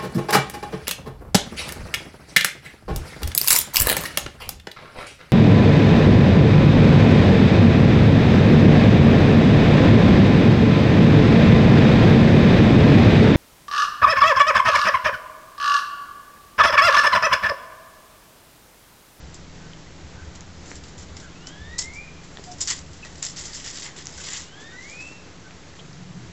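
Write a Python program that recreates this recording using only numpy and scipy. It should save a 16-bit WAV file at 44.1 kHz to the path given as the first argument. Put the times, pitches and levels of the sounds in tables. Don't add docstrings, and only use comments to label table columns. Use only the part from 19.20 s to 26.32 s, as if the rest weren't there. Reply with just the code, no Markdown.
import sys
import numpy as np
from scipy import signal
from scipy.fft import rfft, irfft, next_fast_len
from scipy.io import wavfile
from scipy.ndimage import uniform_filter1d

SR = 44100
rng = np.random.default_rng(int(sys.argv[2]) if len(sys.argv) > 2 else 0)


def volts(x):
    e = np.asarray(x, float) / 20
    return 10 ** e


def generate_wav(signal):
    frames = np.transpose(np.atleast_2d(signal))
    scaled = np.clip(frames, -1, 1) * 32767
    pcm = np.round(scaled).astype(np.int16)
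    wavfile.write(sys.argv[1], SR, pcm)


N = 314212


def rms_one(x):
    return x / np.sqrt(np.mean(x ** 2) + 1e-20)


def in_time(rows):
    s, *columns = np.transpose(rows)
    return [np.interp(np.arange(N) / SR, s, column) for column in columns]


def colour(x, spectrum):
    hz, db = np.transpose(spectrum)
    size = next_fast_len(N)
    f = np.arange(size // 2 + 1) * SR / size + 1e-3
    gain = volts(np.interp(np.log(f), np.log(hz), db, left=-120, right=-120))
    return rms_one(irfft(rfft(x, size) * gain, size)[:N])


def drift(rate_hz):
    r = np.exp(-2 * np.pi * rate_hz / SR)
    noise = rng.standard_normal(N + SR)
    return rms_one(signal.lfilter([1], [1, -2 * r, r * r], noise)[SR:])


def echoes(x, walls):
    out = x.copy()
    for delay_s, db in walls:
        lag = int(delay_s * SR)
        out[lag:] += volts(db) * x[:N - lag]
    return out


def swells(rows):
    t = np.arange(0, N, 40) / SR
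    lift = sum(db * np.exp(-((t - s) / length) ** 2) for s, length, db in rows)
    return np.interp(np.arange(N) / SR, t, lift)


# centre_hz, half_width_hz, rms_db
MACHINE_LINES = [(80.34, 15, -60), (280.8, 20, -63.5)]


def machine(white):
    out = 0
    for hz, width, db in MACHINE_LINES:
        line = [(hz - width, -30), (hz - width / 3, 0), (hz + width / 3, 0), (hz + width, -30)]
        out = out + volts(db) * colour(white, line)
    return out


# time_s, level_db
TRAFFIC = [(0, -49), (2.8, -50), (4.4, -53), (6.4, -54), (7.12, -53)]
# frequency_hz, density_db_per_hz
RUMBLE = [(8.8, -25), (15, 6.5), (32, 6.5), (62, -7.5), (81, -30), (140, -120)]
DRONE = [(33, -35.5), (56, -0.5), (76, 7.5), (110, -7.5), (140, -26), (240, -120)]
HUM = [(62, -32.5), (105, -1.5), (145, 1.5), (188, 1), (210, -14.5), (240, -17), (310, -44.5), (530, -120)]
AIR = [(150, -13.5), (300, -6), (640, -12.5), (1110, -16), (2000, -17.5), (2500, -21.5), (7900, -26),
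       (9000, -33.5)]
# peak_s, length_s, lift_db
RUMBLE_PASSES = [
    (0.306, 0.3, 4),
    (2.695, 0.41, 6),
    (4.28, .25, 8),
]
DRONE_PASSES = [(0.021, 0.16, 4.5), (1.0, 0.19, 8), (1.5, 0.16, 3.6), (1.842, 0.12, 10.3), (2.5, 0.19, 7.8),
                (3.721, 0.4, 4.2), (4.98, 0.089, 6.7)]
HUM_PASSES = [(3.7, 0.32, 2), (4.8, .12, 5.4), (6.2, .12, 4), (6.72, 0.11, 12), (6.901, .12, 13),
              (7.08, 0.15, 14)]


def background():
    white = rng.standard_normal((5, N))
    traffic_db = in_time(TRAFFIC)[0]
    out = volts(-48 + 0.79 * drift(7.3)) * colour(white[3], AIR) + machine(white[4])
    bands = [(-5.5, RUMBLE_PASSES, RUMBLE), (-1, DRONE_PASSES, DRONE), (-4, HUM_PASSES, HUM)]
    for (band_db, passes, spectrum), noise in zip(bands, white):
        level_db = traffic_db + band_db + swells(passes) + 0.41 * drift(3.4)
        out += volts(level_db) * colour(noise, spectrum)
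    return out


# time_s, firing_hz
FIRING = [(0, 22.8), (.59, 22.43), (1.65, 22.73), (3.4, 22.03), (4.9, 21.35), (6.1, 21.87), (6.6, 21.27)]
# multiple_of_firing, level_db against the traffic
ENGINE_ORDERS = [(5, -6), (6, -9), (7, -1.5), (8, -6), (9, -11)]
# frequency_hz, rms_db
MAINS = [(120, -61), (180, -56), (240, -62)]


def engine():
    turn = 2 * np.pi * np.cumsum(in_time(FIRING)[0]) / SR
    t = np.arange(N) / SR
    orders = sum(volts(db + 2.5 * drift(1.5)) * np.sin(k * turn + k * k) for k, db in ENGINE_ORDERS)
    mains = sum(volts(db + 2 + 1.5 * drift(1.5)) * np.sin(2 * np.pi * hz * t) for hz, db in MAINS)
    return volts(in_time(TRAFFIC)[0] + 1.0) * orders + mains


def grains(per_s, spread_db):
    size_db = spread_db * np.minimum(rng.exponential(1, N), 3.0)
    sizes = volts(size_db) * rng.choice([-1, 1], N)
    return sizes * (rng.random(N) < per_s / SR)


def leaves(snaps):
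    clumps = rng.integers(0, 7, N // 150 + 1)
    leaf = np.repeat(clumps, 150)[:N]
    out = snaps.copy()
    for k, hz in enumerate(np.geomspace(4550, 7760, 7)):
        b, a = signal.iirpeak(hz, 1 / 0.065, fs=SR)
        out += volts(4) * signal.lfilter(b, a, snaps * (leaf == k))
    return out


def add(layers, at, shape, weight_db):
    gains = volts([[0], [-5 + 0.79 * weight_db], [-4 + weight_db]])
    layers[:, at:at + len(shape)] += gains * shape


# start_s, level_db, concrete_weight_db, t60_s
SCUFFS = [(0.1438, -36, -25, .08), (1.153, -44.5, -6, .1), (1.459, -42, -15, 0.074),
          (1.5574, -40.5, -7, 0.086), (1.6367, -43.5, -12, 0.27), (1.6824, -45.5, -14, 0.088),
          (1.7803, -42.5, -7, 0.3), (1.829, -40, -13, 0.051), (1.9675, -40, -5, 0.11),
          (2.001, -40.5, -8.5, 0.11), (2.03, -47, -11, 0.11), (2.2706, -36.5, -21, 0.095),
          (2.59, -21, -18.5, 0.052), (2.6187, -37.5, -6, 0.11), (2.736, -39, -27, 0.16),
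          (3.035, -48, -7, .2), (3.239, -39.5, -4, 0.082), (3.3158, -40, -14, 0.15), (3.413, -27, -22, 0.1),
          (3.504, -23.5, -3.5, 0.15), (3.57, -46.5, -7, 0.26), (3.732, -47, -8, 0.094),
          (3.8495, -40.5, 1, 0.16), (3.9556, -44.5, -6, 0.098), (4.065, -34.5, -18, 0.17),
          (4.8874, -44.5, -3, 0.083), (5.4008, -46.5, -5.5, 0.38), (5.6096, -55, -2, 0.17),
          (5.804, -49, -8, 0.21), (6.554, -54.5, 2.5, 0.15)]
# start_s, level_db, concrete_weight_db, hold_s
SHUFFLES = [(2.583, -25, -30, 0.0055), (3.407, -28, -19.5, 0.0052), (3.3836, -43.5, -12.5, 0.045),
            (3.4754, -23.5, -13, 0.017), (3.981, -48.5, -13, 0.048), (4.025, -28, -12, 0.026),
            (4.1627, -34, -12.5, 0.086), (4.3343, -39.5, -12.5, 0.028), (4.443, -39.5, -13.5, .035),
            (4.546, -42.5, -7, 0.019), (4.574, -45.5, -16, .025), (4.6224, -39, -4, 0.027),
            (4.6567, -47, 5.5, 0.0092), (4.255, -40, -15, 0.0087), (4.451, -39.5, -19, 0.011),
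            (4.978, -46, -14, 0.03), (4.764, -41, -4.5, 0.062), (5.061, -45, -8.5, 0.12)]
# loudest_s, swell_s, fade_s, level_db, concrete_weight_db
DRAGS = [
    (1.5, 0.15, 0.18, -47, -13.5),
    (3.3, 0.27, 0.19, -49.5, -21.5),
    (3.901, 0.43, .15, -50.5, -8),
    (4.502, .5, 0.28, -41.5, -6),
    (5.16, 0.32, .14, -34.5, -5),
    (5.7, 0.23, 0.13, -47.5, -7),
    (5.881, 0.23, 0.17, -51.5, -10),
]
# frequency_hz, density_db_per_hz
LEAF = [(2300, -46.5), (3800, -11), (4300, -8), (5000, -0.5), (6600, -2), (7300, 4), (8000, 2),
        (16000, -29)]
GRIT = [(2000, -45.5), (2500, -4.5), (3200, 0), (4000, -4.5), (4700, -9.5)]
SLAB = [(500, -20.5), (900, 1.5), (1500, 1.5), (2000, 11), (2400, -1), (2900, -40.5)]


def paws():
    snaps = rms_one(grains(per_s=6500.0, spread_db=4.0) * volts(1.5 * drift(80.0)))
    layers, t = np.zeros((3, N)), np.arange(SR // 2) / SR
    moves = [(s, db, weight, 0, t60) for s, db, weight, t60 in SCUFFS]
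    moves += [(*row, 0.22) for row in SHUFFLES]
    for s, db, weight_db, hold, t60 in moves:
        at = round(s * SR)
        snaps[at + 25] = 4.5
        held_db = -47.5 * np.minimum(t, hold)
        dying_db = -60 * np.maximum(t - hold, 0) / np.clip(t60, .02, .3)
        bite = 1 - np.exp(-t / 0.0011)
        add(layers, at - 90, volts(db + held_db + dying_db) * bite, weight_db)
    for s, swell, fade, db, weight_db in DRAGS:
        t = np.arange(-round(swell * SR), round(fade * SR)) / SR
        away = np.maximum(-t / swell, t / fade)
        add(layers, round((s - swell) * SR), volts(db - 21.5 * away ** 1.3), weight_db)
    levels = layers * volts([1.3 * drift(25.0) for body in layers])
    leaf, grit, slab = colour(leaves(snaps), LEAF), colour(snaps, GRIT), colour(snaps, SLAB)
    return levels[0] * leaf + levels[1] * grit + levels[2] * slab


# start_s, length_s, rms_db, hoarseness_0_to_1
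FAR_CALLS = [
    (.385, .12, -54, 0.4),
    (.92, .16, -55, 0.5),
    (1.98, 0.13, -53, 0.7),
    (4.964, 0.065, -50.5, .45),
    (5.503, 0.079, -50.5, 0.2),
    (6.221, 0.092, -55, 0.3),
]
# start_s, length_s, pitch_hz, rms_db, hoarseness_0_to_1
PIPS = [
    (0.658, .03, 2140, -54.5, .3),
    (2.096, 0.04, 3360, -57.5, 0.5),
    (3.252, .108, 726, -44.5, .1),
    (3.823, .026, 2770, -42, 0.4),
    (6.567, 0.075, 660, -57, 0.2),
    (6.588, .022, 3240, -44, 1.2),
    (6.588, 0.018, 2650, -54, 1.0),
]


def notes():
    out = np.zeros(N)
    rasp = drift(140.0) + 1j * drift(140.0)
    far = [(s, length, 1531, db, hoarse) for s, length, db, hoarse in FAR_CALLS]
    for s, length, hz, db, hoarse in [*far, *PIPS]:
        at, size, share = round(s * SR), round(length * SR), np.clip(hoarse, 0, 1)
        sag = (1 - share) * (.01 / length) ** 2
        turn = 2 * np.pi * np.cumsum(hz * (1 - sag * np.linspace(0, 1, size) ** .5)) / SR
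        voice = np.exp(1j * turn) + .3 * (hz < 2000) * share * np.exp(2j * turn)
        breath = 1 - share + share * rasp[at:at + size]
        note = rms_one(np.real(voice * breath))
        out[at:at + size] += signal.windows.tukey(size, .85) * volts(db + 3.0) * note
    return out


# start_s, peak_db, ring_hz, t60_s
TICKS = [(0.5337, -34.5, 3120, 0.011), (1.2083, -24, 6700, 0.002), (1.5143, -33.5, 463, 0.019),
         (1.4604, -50, 6000, 0.0045), (3.2408, -30, 7200, 0.0049), (4.333, -29, 4750, 0.012),
         (1.516, -20.5, 1940, 0.0025), (1.638, -26.5, 4030, 0.0014), (2.2715, -19, 5300, 0.0025),
         (2.591, -6.5, 7800, 0.0074), (2.605, -28, 6760, 0.002), (2.624, -26.5, 5840, 0.0038),
         (3.172, -24.5, 3480, 0.0039), (3.172, -33, 1860, 0.014), (3.1854, -28, 895, 0.0043),
         (3.195, -32, 397, 0.025), (3.4146, -18, 6970, 0.014), (3.422, -18, 5700, 0.0026),
         (4.0279, -11.5, 7480, 0.006), (4.039, -20, 7070, 0.0023), (4.0508, -14, 7410, 0.012),
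         (4.857, -22, 6750, 0.0033), (4.87, -13, 6100, 0.002), (4.9403, -38, 5200, 0.016),
         (5.1335, -15.5, 7150, 0.0051), (5.698, -29, 6920, 0.0086), (6.309, -29, 2340, 0.0025),
         (6.436, -40, 2250, 0.0097), (6.54, -37, 2000, 0.006), (6.7306, -35, 5120, 0.0058)]


def claws():
    out, t = np.zeros(N), np.arange(1500) / SR
    for s, db, hz, t60 in TICKS:
        at = round(s * SR)
        crack = rng.standard_normal(len(t)) * np.exp(-t / 0.0004)
        ring = volts(-60 * t / max(t60, .001)) * np.sin(2 * np.pi * hz * t)
        out[at:at + len(t)] += volts(db + 1.5) * (ring + 0.16 * np.diff(crack, prepend=0))
    return out


# delay_s, level_db
YARD = [(.047, -22), (0.199, -22)]


def yard(x):
    t = np.arange(SR // 2) / SR
    tail = rng.standard_normal(len(t)) * volts(-60 * t / 0.5) * (t > .012)
    tail /= np.sqrt(np.sum(tail ** 2))
    return echoes(x, YARD) + volts(-5) * signal.fftconvolve(x, tail)[:N]


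def span(rows, fade_s):
    first, last = rows[0][0], rows[-1][0]
    return np.interp(np.arange(N) / SR, [first - fade_s, first, last, last + fade_s], [0, 1, 1, 0])


# time_s, pitch_hz, level_db
GLIDE_A = [(2.13, 1227, -68), (2.29, 1545, -57.5), (2.34, 1670, -54.5), (2.42, 1735, -49.5),
           (2.56, 1947, -49), (2.68, 2120, -41), (2.72, 2198, -54.5), (2.79, 2384, -40.5),
           (2.86, 2488, -53)]
GLIDE_B = [(5.261, 1398, -68), (5.38, 1668, -52.5), (5.429, 1767, -50.5), (5.54, 1907, -48),
           (5.641, 2102, -45), (5.701, 2347, -45.5), (5.84, 2634, -43.5), (5.888, 2701, -48),
           (5.969, 2706, -57.5)]
# pitch_hz, level_db against the first
OCTAVE = [(1200, -3.5), (1500, 8), (1720, -4.5), (2000, -17), (2300, -29)]


def whistler():
    out = np.zeros(N)
    for rows in (GLIDE_A, GLIDE_B):
        hz, db = in_time(rows)
        fluttering_hz = uniform_filter1d(hz, size=2600) * (1 + .002 * drift(40.0))
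        turn = 2 * np.pi * np.cumsum(fluttering_hz) / SR
        octave_db = np.interp(hz, *np.transpose(OCTAVE)) + 3.0 * drift(45.0)
        octave = volts(octave_db) * np.sin(2 * turn + .5 * drift(60.0))
        voice = np.sin(turn) + octave + volts(-20.5) * np.sin(3 * turn)
        out += span(rows, 0.032) * voice * volts(db + 4.0 + 2.6 * drift(32.0))
    return yard(out)


# delay_s, level_db
NEAR_WALLS = [(.0043, -23), (.0083, -16.5), (0.0152, -13.5), (.023, -16.5)]


def scene():
    animals = echoes(paws() + claws(), NEAR_WALLS)
    return (background() + engine() + animals + notes() + whistler())[None]


def band_limit(x):
    return signal.sosfilt(signal.butter(12, 8790, fs=SR, output="sos"), x)


def record(dry):
    step, offset = 1 / 128, .0005
    slow = signal.resample_poly(dry + offset, 160, 441, axis=1)
    stepped = signal.resample_poly(np.floor(slow / step) * step, 441, 160, axis=1)[:, :N]
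    low_pass = signal.cheby2(10, 22, 8354 * 0.9956, fs=SR, output="sos")
    cut = signal.sosfiltfilt(low_pass, stepped)
    return band_limit(cut + volts(-100) * rng.standard_normal(dry.shape))


dry = scene()
out = record(dry)
generate_wav(out)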